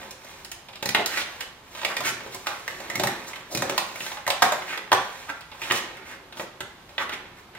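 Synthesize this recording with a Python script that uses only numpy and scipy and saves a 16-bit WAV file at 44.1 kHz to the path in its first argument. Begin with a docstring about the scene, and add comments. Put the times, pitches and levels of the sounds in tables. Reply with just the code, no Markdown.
"""Fingers pick and prise at a stuck flap of a cardboard box, a metre away in a lively room.
First the fingers rub and tick lightly on the card, a stick-slip friction; near 1 s the nail slips off
the edge and the flap snaps, an impulse that rings the modes of the hollow box. Runs of snaps follow,
with rubbing and quick drags between, hardest near 4.4 s and 4.9 s, then thinning out towards 7.6 s.
After each sound the nearby walls reflect it and the room reverberates for half a second."""
import sys
import numpy as np
from scipy import signal
from scipy.fft import rfft, irfft
from scipy.io import wavfile
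from scipy.ndimage import uniform_filter1d

SR = 44100
rng = np.random.default_rng(int(sys.argv[2]) if len(sys.argv) > 2 else 0)


def file_out(sig):
    """Save sig as 16-bit WAV at sys.argv[1]."""
    # one column per channel
    cols = np.atleast_2d(sig).T
    # limit, then scale
    lim = np.clip(cols, -1, 1)
    pcm = np.round(lim * 32767).astype(np.int16)
    wavfile.write(sys.argv[1], SR, pcm)


N = 334278


def gain_of(db):
    """Amplitude ratio of a level in decibels."""
    return 10 ** (np.asarray(db) / 20)


def unit_rms(x):
    """Normalisation to a mean power of 1."""
    return x / np.sqrt(np.mean(x ** 2) + 1e-20)


def unit_energy(x):
    """Normalisation to a total energy of 1."""
    return x / np.linalg.norm(x)


def curve_at(points, hz):
    """Interpolation on a logarithmic frequency axis."""
    f, value = np.transpose(points)
    return np.interp(np.log(hz + 1), np.log(f + 1), value)


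def ring(modes, size=3000):
    """Modal superposition: an impulse response is a sum of damped sines."""
    t = np.arange(size) / SR
    sines = (gain_of(db) * np.sqrt(width) * np.exp(-np.pi * width * t) * np.sin(2 * np.pi * hz * t)
             for hz, width, db in modes)
    return unit_energy(sum(sines))


def colour(points):
    """Minimum phase: the most compact causal response with a given spectrum."""
    spectrum_db = np.maximum(curve_at(points, abs(np.fft.fftfreq(4096, 1 / SR))), -100)
    log_response = np.conj(signal.hilbert(np.log(gain_of(spectrum_db))))
    return unit_energy(np.fft.ifft(np.exp(log_response)).real[:1024])


def resonate(x, hz, width_hz):
    """Resonance by heterodyning: shift hz down to zero, smooth, and shift back."""
    carrier = np.exp(2j * np.pi * hz * np.arange(1, len(x) + 1) / SR)
    pole = np.exp(-np.pi * width_hz / SR)
    return 2 * (carrier * signal.lfilter([1 - pole], [1, -pole], x / carrier + 1e-18)).real


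def grains(per_s, spread_db):
    """Shot noise: independent clicks of uneven size."""
    odds, sign, size = rng.random((3, N))
    return unit_rms((odds < per_s / SR) * (sign - .5) * gain_of(-spread_db * np.log(size + 0.041)))


# Likeness of left and right in a diffuse field: frequency_hz, coherence (-1 to 1)
COHERENCE = [(60, .98), (300, .93), (700, .7), (1500, .35), (3000, .05), (7000, -.1), (15000, .03)]

def diffuse_pair(a, b):
    """Spatial coherence: long waves reach both microphones alike, short waves independently."""
    coherence = curve_at(COHERENCE, np.fft.rfftfreq(len(a), 1 / SR))
    mid = rfft(a) * np.sqrt((1 + coherence) / 2)
    side = rfft(b) * np.sqrt((1 - coherence) / 2)
    return irfft(np.array([mid + side, mid - side]), len(a))


# Spectrum of the quiet room: frequency_hz, density_db
AIR_SPECTRUM = [(15, -38), (25, 1.5), (70, 6.5), (280, 1), (368, -8.5), (457, -1), (952, 1.5), (1320, -0.5),
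                (1930, -6), (3410, -6.5), (9330, -19.5), (14800, -20), (16500, -44)]

def room_tone():
    """Stationary noise: quiet air and microphone hiss."""
    density = gain_of(curve_at(AIR_SPECTRUM, np.fft.rfftfreq(N, 1 / SR)))
    noise = irfft(rfft(rng.standard_normal((2, N))) * density, N)
    return gain_of(-51.5) * unit_rms(diffuse_pair(*noise))


# Reverberation by band: frequency_hz, t60_s, level_db (re direct sound)
REVERB_BANDS = [(120, 0.18, 1), (330, 0.37, 5.5), (854, 0.44, 2.5), (2220, 0.54, 0), (5900, 0.46, -1.5),
                (13000, 0.22, -0.5)]

def reverberant_tail():
    """Absorption: dense reflections decay exponentially, each band at its own rate."""
    hz, t, noise = signal.stft(rng.standard_normal((2, SR)), SR, nperseg=256)
    bands = np.array(REVERB_BANDS)
    decay = gain_of(-60 * t / curve_at(bands[:, :2], hz)[:, None])
    decay /= np.sqrt((decay ** 2).sum(1, keepdims=True) * 128)
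    level = gain_of(curve_at(bands[:, ::2], hz))[:, None]
    tail = signal.istft(noise * decay * level, SR, nperseg=256)[1][:, :SR]
    build_up = np.clip((np.arange(SR) / SR - .003) / 0.0065, 0, 1)
    return diffuse_pair(*tail * build_up)


# Echoes from nearby walls and furniture: delay_s, level_db, right_lag_s
WALL_ECHOES = [(.0033, -5.5, -.0001), (.0066, -8.5, 0.0004), (0.0134, -14.5, -0.0006),
               (0.0191, -26.5, -.00015)]

def reflections(x, shift_hz=3.1):
    """Multipath propagation: distinct echoes, then a tail that varies as box and hands shift."""
    early = np.zeros((2, 1024))
    for delay, db, lag in WALL_ECHOES:
        early[[0, 1], [round(delay * SR), round((delay + lag) * SR)]] = gain_of(db)
    out = signal.oaconvolve(x[None], early, axes=1)[:, :N]
    phase = 2 * np.pi * shift_hz * np.arange(N) / SR
    for k in range(4):  # four tails fade into each other
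        share = np.maximum(np.cos(phase - k * np.pi / 2), 0)
        out += signal.fftconvolve((x * share)[None], reverberant_tail(), axes=1)[:, :N]
    return out


def follow_through(level_db=-27, t60_s=0.49):
    """Exponential relaxation: rubbing power jumps at each snap and fades as the finger scrapes on."""
    kicks = np.zeros(N)
    for start_s, snap_db, *_ in FLAP_SNAPS:
        kicks[round(start_s * SR)] = gain_of(snap_db + level_db) ** 2
    return signal.lfilter([1], [1, -gain_of(-60 / t60_s / SR) ** 2], kicks)


# Modes of the box, and low modes of its panels: pitch_hz, width_hz, level_db
BOX_MODES = [(563, 38, 17.5), (780, 68, 13), (990, 100, -19), (1032, 27, 9), (1390, 49, 7), (1638, 167, 13),
             (1988, 135, 18.5), (2096, 49, -3.5), (2750, 76, -6), (3250, 400, -28)]
PANEL_MODES = [(136, 19, -4), (213, 39, 0.5), (247, 45, -5), (368.4, 78, 6)]
# Spectra of rubbed card, of the nail's bite, and of skin hiss and ticks: frequency_hz, density_db
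CARD_SPECTRUM = [(210, -33.5), (350, -11.5), (662, -6), (942, -3.5), (1400, -6), (1920, -1.5), (2600, -13),
                 (3380, -23.5), (5720, -120)]
NAIL_SPECTRUM = [(1350, -45), (2300, 5), (3160, 1.5), (3500, 4.5), (5200, -6.5), (6760, -37.5),
                 (11400, -120)]
HISS_SPECTRUM = [(2350, -26.5), (4000, -0.5), (4580, -5), (6060, -2), (9450, -9.5), (15000, -13.5),
                 (16000, -16), (16500, -13)]
# Fingers shifting on the card: time_s, pressure_db, hiss_trim_db, rumble_trim_db
FINGER_PRESSURE = [(0, -40, -9, -2.5), (.17, -54, -4, -2), (.29, -45.5, -2.5, -10), (.8, -65, -4, 6),
                   (.93, -58, -13, 3), (1.31, -42.5, -6.5, -16), (1.6, -63, -5, 6), (1.78, -40, -4, -11.5),
                   (2.09, -43.5, -7, 5.5), (2.45, -50, -2, -16), (3.03, -39, -9, 6), (3.36, -43.5, -9, -10),
                   (3.46, -48, -13, -8), (3.57, -42.5, -5.5, 7), (4.05, -44.5, -3, -11),
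                   (4.24, -51, -7, -12), (4.7, -46, -3.5, -2.5), (4.9, -47.5, -14, -7),
                   (5.18, -43, -4.5, -18), (5.45, -55.5, -10, -11), (5.7, -36.5, -4, -8.5),
                   (6.28, -57.5, -29, 5.5), (6.9, -56.5, -6.5, 0), (7.12, -45.5, -12, -1),
                   (7.5, -61, -28, 5), (7.58, -44.5, -15, -3)]

def rubbing():
    """Stick-slip friction: fibres catch and let go in dense grains that excite the card and box."""
    times, *columns = np.transpose(FINGER_PRESSURE)
    pressure_db, hiss_db, rumble_db = (np.interp(np.arange(N) / SR, times, c) for c in columns)
    wobble, noise = rng.standard_normal((2, N))
    stutter_db = 1.3 * unit_rms(uniform_filter1d(uniform_filter1d(wobble, 300), 300))
    stroke = np.sqrt(gain_of(pressure_db) ** 2 + follow_through()) * gain_of(stutter_db)
    fibres = grains(per_s=2200, spread_db=4.4) * stroke
    skin = grains(per_s=5000, spread_db=2) * stroke
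    body = gain_of(5) * colour(CARD_SPECTRUM) + gain_of(-4.5) * ring(BOX_MODES, size=1024)
    scrape = gain_of(-10.5) * signal.oaconvolve(fibres, body + colour(NAIL_SPECTRUM))
    hiss = signal.oaconvolve(skin * gain_of(hiss_db - 3), colour(HISS_SPECTRUM))
    rumble = signal.oaconvolve(noise * stroke * gain_of(rumble_db - 8), ring(PANEL_MODES))
    return scrape[:N] + hiss[:N] + rumble[:N]


# Quick drags of a nail: middle_s, half_length_s, level_db, pitch_hz, hiss_db (re level)
NAIL_DRAGS = [(0.994, 0.042, -31, 600, -16), (1.14, 0.076, -33.5, 1870, -6.5),
              (1.178, 0.023, -29.5, 1700, -10), (1.206, 0.048, -33, 3000, -9),
              (1.413, 0.035, -42.5, 1900, -6), (1.907, 0.031, -32.5, 1280, -14),
              (2.072, 0.053, -27, 1830, -3.5), (2.336, 0.039, -44, 2260, -2),
              (2.465, 0.0068, -37, 1510, -5), (2.514, 0.053, -38, 1200, -25), (2.84, 0.069, -52, 1300, -8),
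              (3.286, 0.032, -47, 1200, 5.5), (3.53, 0.036, -36, 503, -2.5), (4.06, 0.16, -44.5, 1670, 2.5),
              (4.717, 0.069, -33.5, 1880, -14), (5.298, 0.021, -31, 1390, -14.5),
              (5.637, 0.032, -35, 2400, -11), (5.763, .04, -33, 3030, -0.5),
              (6.102, 0.089, -43.5, 1720, -7.5), (6.4, 0.065, -43.5, 950, -1),
              (7.014, 0.042, -29.5, 1280, -17), (7.134, 0.027, -33, 2100, -12.5),
              (7.387, 0.044, -54.5, 1500, -5)]

def drags():
    """Forced vibration: friction grains swell and fade through a broad resonance of the card."""
    out, t = np.zeros(N), np.arange(N) / SR
    fibres = grains(per_s=3500, spread_db=3.8)
    hiss = signal.oaconvolve(grains(per_s=4600, spread_db=1.9), colour(HISS_SPECTRUM))[:N]
    for middle_s, half_s, db, hz, hiss_db in NAIL_DRAGS:
        span = slice(round((middle_s - half_s) * SR), round((middle_s + half_s) * SR))
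        swell = np.cos(np.pi / 2 * (t[span] - middle_s) / half_s) ** 2
        width_hz = 0.93 * hz
        rasp = unit_rms(resonate(resonate(fibres[span], hz, width_hz), hz, width_hz))
        out[span] += gain_of(db) * swell * (rasp + gain_of(hiss_db) * hiss[span])
    return out


def slip_force(noise, t, db):
    """Stress release: a ragged pulse; the harder the snap, the longer its rise and shorter its decay."""
    rise_s = 0.00017 * np.exp(0.25 * (db + 15))
    decay_s = np.clip(0.0048 * np.exp(-0.05 * (db + 21.5)), .0003, .02)
    envelope = np.exp(-t / decay_s) * (1 - np.exp(-t / rise_s))
    spectrum = rfft(noise * abs(noise) * envelope, 2048)
    return irfft(spectrum / abs(spectrum) ** 0.41)[:len(t)]  # a flatter spectrum: a clean, toneless click


def flap_response(hz, bends, detune=.04, mode_widening=1.15):
    """Sympathetic resonance: box modes near the flap's pitch ring, detuned a little and widened."""
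    modes = [(f * (1 + detune * bend), mode_widening * width, db - 4.3 * np.log2(f / hz) ** 2)
             for (f, width, db), bend in zip(BOX_MODES, bends)]
    flap = ring([(hz, 160 + 0.015 * hz, 0)])
    ringing = gain_of(-0.5) * flap + gain_of(3.5) * ring(modes)
    low_cut = signal.butter(3, 0.7 * hz, "high", fs=SR)  # a small flap radiates little below its pitch
    return signal.lfilter(*low_cut, ringing)


# The nail slips and the card snaps: start_s, level_db, pitch_hz, bite_trim_db, tick_trim_db, thud_trim_db
FLAP_SNAPS = [(0.108, -42.5, 479, 2, -3, -28), (0.246, -37, 640, -20, -16, -8),
              (0.447, -37.5, 2880, -5, -5.5, -28), (.516, -27, 2910, -8, -9, -33),
              (.685, -34.5, 890, -1.5, -22, -9), (.731, -35.5, 2420, -4, -22, -21),
              (.756, -39, 950, 5, -13, -28), (.826, -21.5, 690, -2.5, -16, -5),
              (0.857, -17.5, 4440, -11, -11, -6), (.889, -18, 3100, -3, -10.5, -7),
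              (.947, -3, 2080, -8, -23.5, -21.5), (1.06, -21, 1440, -3, -7, -29),
              (1.407, -21, 2960, -5.5, -15, -32), (1.75, -31, 958, 0, -20, -19),
              (1.792, -32, 2520, 1, -29, -28), (1.815, -27, 950, -3, -21, -27),
              (1.83, -23, 907, -5, -31, -28), (1.848, -9, 2300, -3.5, -20.5, -38),
              (1.967, -14.5, 3400, -4, -17.5, -28), (2.005, -19.5, 990, -11, -19, -15),
              (2.204, -30, 540, -9, -32, -25), (2.261, -28.5, 635, -14, -30, -4),
              (2.346, -31, 920, -10, -10.5, -3), (2.469, -11, 1180, -6.5, -21, -45),
              (2.678, -14.5, 2030, -19, -22, -28), (2.802, -27, 804, -10, -21, -23),
              (2.9, -18.5, 1980, -32, -19, -23), (2.955, -15, 2180, -14, -16, -10.5),
              (2.997, -15, 695, -5.5, -17, -9), (3.035, -11, 920, -13, -17.5, -9),
              (3.071, -10.5, 2100, -19, -16.5, -26), (3.332, -22.5, 2100, -15, -28, -31),
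              (3.359, -27.5, 1820, -3.5, -21, -14), (3.549, -22, 417, -1.5, -9, 3),
              (3.573, -25, 343, -2, -7.5, -8), (3.621, -12, 570, -15, -20, -17),
              (3.696, -12.5, 764, -7.5, -18, -13), (3.778, -10.5, 1000, -3.5, -17, -45),
              (3.957, -23.5, 2240, -23, -20, -16), (4.005, -22.5, 2750, -6.5, -22, -11),
              (4.064, -22, 2000, -8, -22, -23), (4.117, -23, 840, -5, -26, -34),
              (4.171, -26.5, 1170, -10, -31, -17), (4.266, -14.5, 1990, -25, -22.5, -14.5),
              (4.277, -9.5, 990, -15, -17, -48), (4.302, -13.5, 796, -1, -16.5, -31),
              (4.4205, -2.5, 1000, -22, -22.5, -40), (4.4246, -5, 850, -14, -19.5, -20),
              (4.521, -13, 730, -14, -21, -28), (4.62, -21.5, 1760, -23, -40, -24.5),
              (4.729, -22, 1410, -31, -32, -34), (4.775, -18.5, 1690, -6.5, -21, -32),
              (4.917, -2.5, 1025, -12, -29, -21.5), (4.928, -4, 1160, -18, -21.5, -47),
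              (5.05, -23.5, 1240, -25, -22, -20), (5.408, -31.5, 1410, -3.5, -17, -26),
              (5.516, -34.5, 1070, -1.5, -25, -14), (5.617, -21, 2520, -16, -21, -19),
              (5.701, -16.5, 2560, -15, -30, -13), (5.709, -5.5, 2790, -9.5, -31, -17.5),
              (5.72, -12, 1080, -12, -15.5, -34), (5.969, -34.5, 1460, -19, -21, -13),
              (6.324, -32.5, 2180, -3.5, -21, -22), (6.37, -33, 1470, -2, -19, -2),
              (6.396, -20.5, 584, -9, -33, -11), (6.605, -21.5, 1480, -9.5, -19, -8.5),
              (6.892, -41, 714, -5, -20, -16), (6.98, -14, 2000, -4, -31, -28),
              (7.093, -24, 1390, -8, -21.5, -39), (7.55, -32, 1730, -17, -25, -13)]

def snaps():
    """Impulse excitation: each slip rings flap and box, with a crack, nail bite, tick and panel thud."""
    out, t = np.zeros(N + 4096), np.arange(1024) / SR
    card, nail, hiss = colour(CARD_SPECTRUM), colour(NAIL_SPECTRUM), colour(HISS_SPECTRUM)
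    panels = ring(PANEL_MODES)
    tick_envelope = np.minimum(t / 0.0006, 1) * np.exp(-t / 0.0031)  # the treble leaves first
    for start_s, db, hz, bite_db, tick_db, thud_db in FLAP_SNAPS:
        noise = rng.standard_normal(len(t))
        force = slip_force(noise, t, db)
        sound = signal.fftconvolve(force, flap_response(hz, bends=noise[::-1]))
        crack = signal.fftconvolve(force, card)
        crack_db = 3.5 - 2.1 * np.log2(hz / 1000) + 0.1 * (db + 15)  # low, hard snaps crack more
        sound[:len(crack)] += gain_of(crack_db) * crack
        sound /= abs(sound).max()
        strength = np.linalg.norm(sound[:600])
        bite = signal.fftconvolve(force, nail)
        tick = signal.fftconvolve(force * tick_envelope, hiss)
        thud = signal.fftconvolve(abs(force), panels)
        for part, part_db in (bite, bite_db + 2), (tick, tick_db + 14), (thud, thud_db + 7):
            sound[:len(part)] += gain_of(part_db) * strength * unit_energy(part)
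        at = round(start_s * SR)
        out[at:at + len(sound)] += gain_of(db - 2.5) * sound
    return out[:N]


def scene(right_lag_samples=3):
    """Superposition: the direct sound of the box and its reflections, over the room tone."""
    low_cut = signal.butter(4, 122, "high", fs=SR, output="sos")  # a small box radiates no deep bass
    box = signal.sosfilt(low_cut, snaps() + drags() + rubbing())
    right = np.r_[np.zeros(right_lag_samples), box[:-right_lag_samples]]
    return np.array([box, right]) + reflections(box) + room_tone()


# Balance of the two microphones: frequency_hz, left_minus_right_db
BALANCE = [(60, -1), (180, 0.5), (550, 0), (1650, -2.5), (4970, -2.5), (15000, 0.5)]

def record(dry, ceiling=.97, cutoff_hz=15900):
    """Transduction: a slight lean to the right, soft saturation of the peaks, then a band limit."""
    lean_db = curve_at(BALANCE, np.fft.rfftfreq(N, 1 / SR)) * np.array([[.5], [-.5]])
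    leaned = irfft(rfft(dry) * gain_of(lean_db), N)
    rounded = leaned / (1 + abs(leaned / ceiling) ** 6) ** (1 / 6)
    low_pass = signal.firwin(511, cutoff_hz, window=("kaiser", 9), fs=SR)
    return signal.oaconvolve(rounded, low_pass[None], "same")


dry = scene()
out = record(dry)
file_out(out)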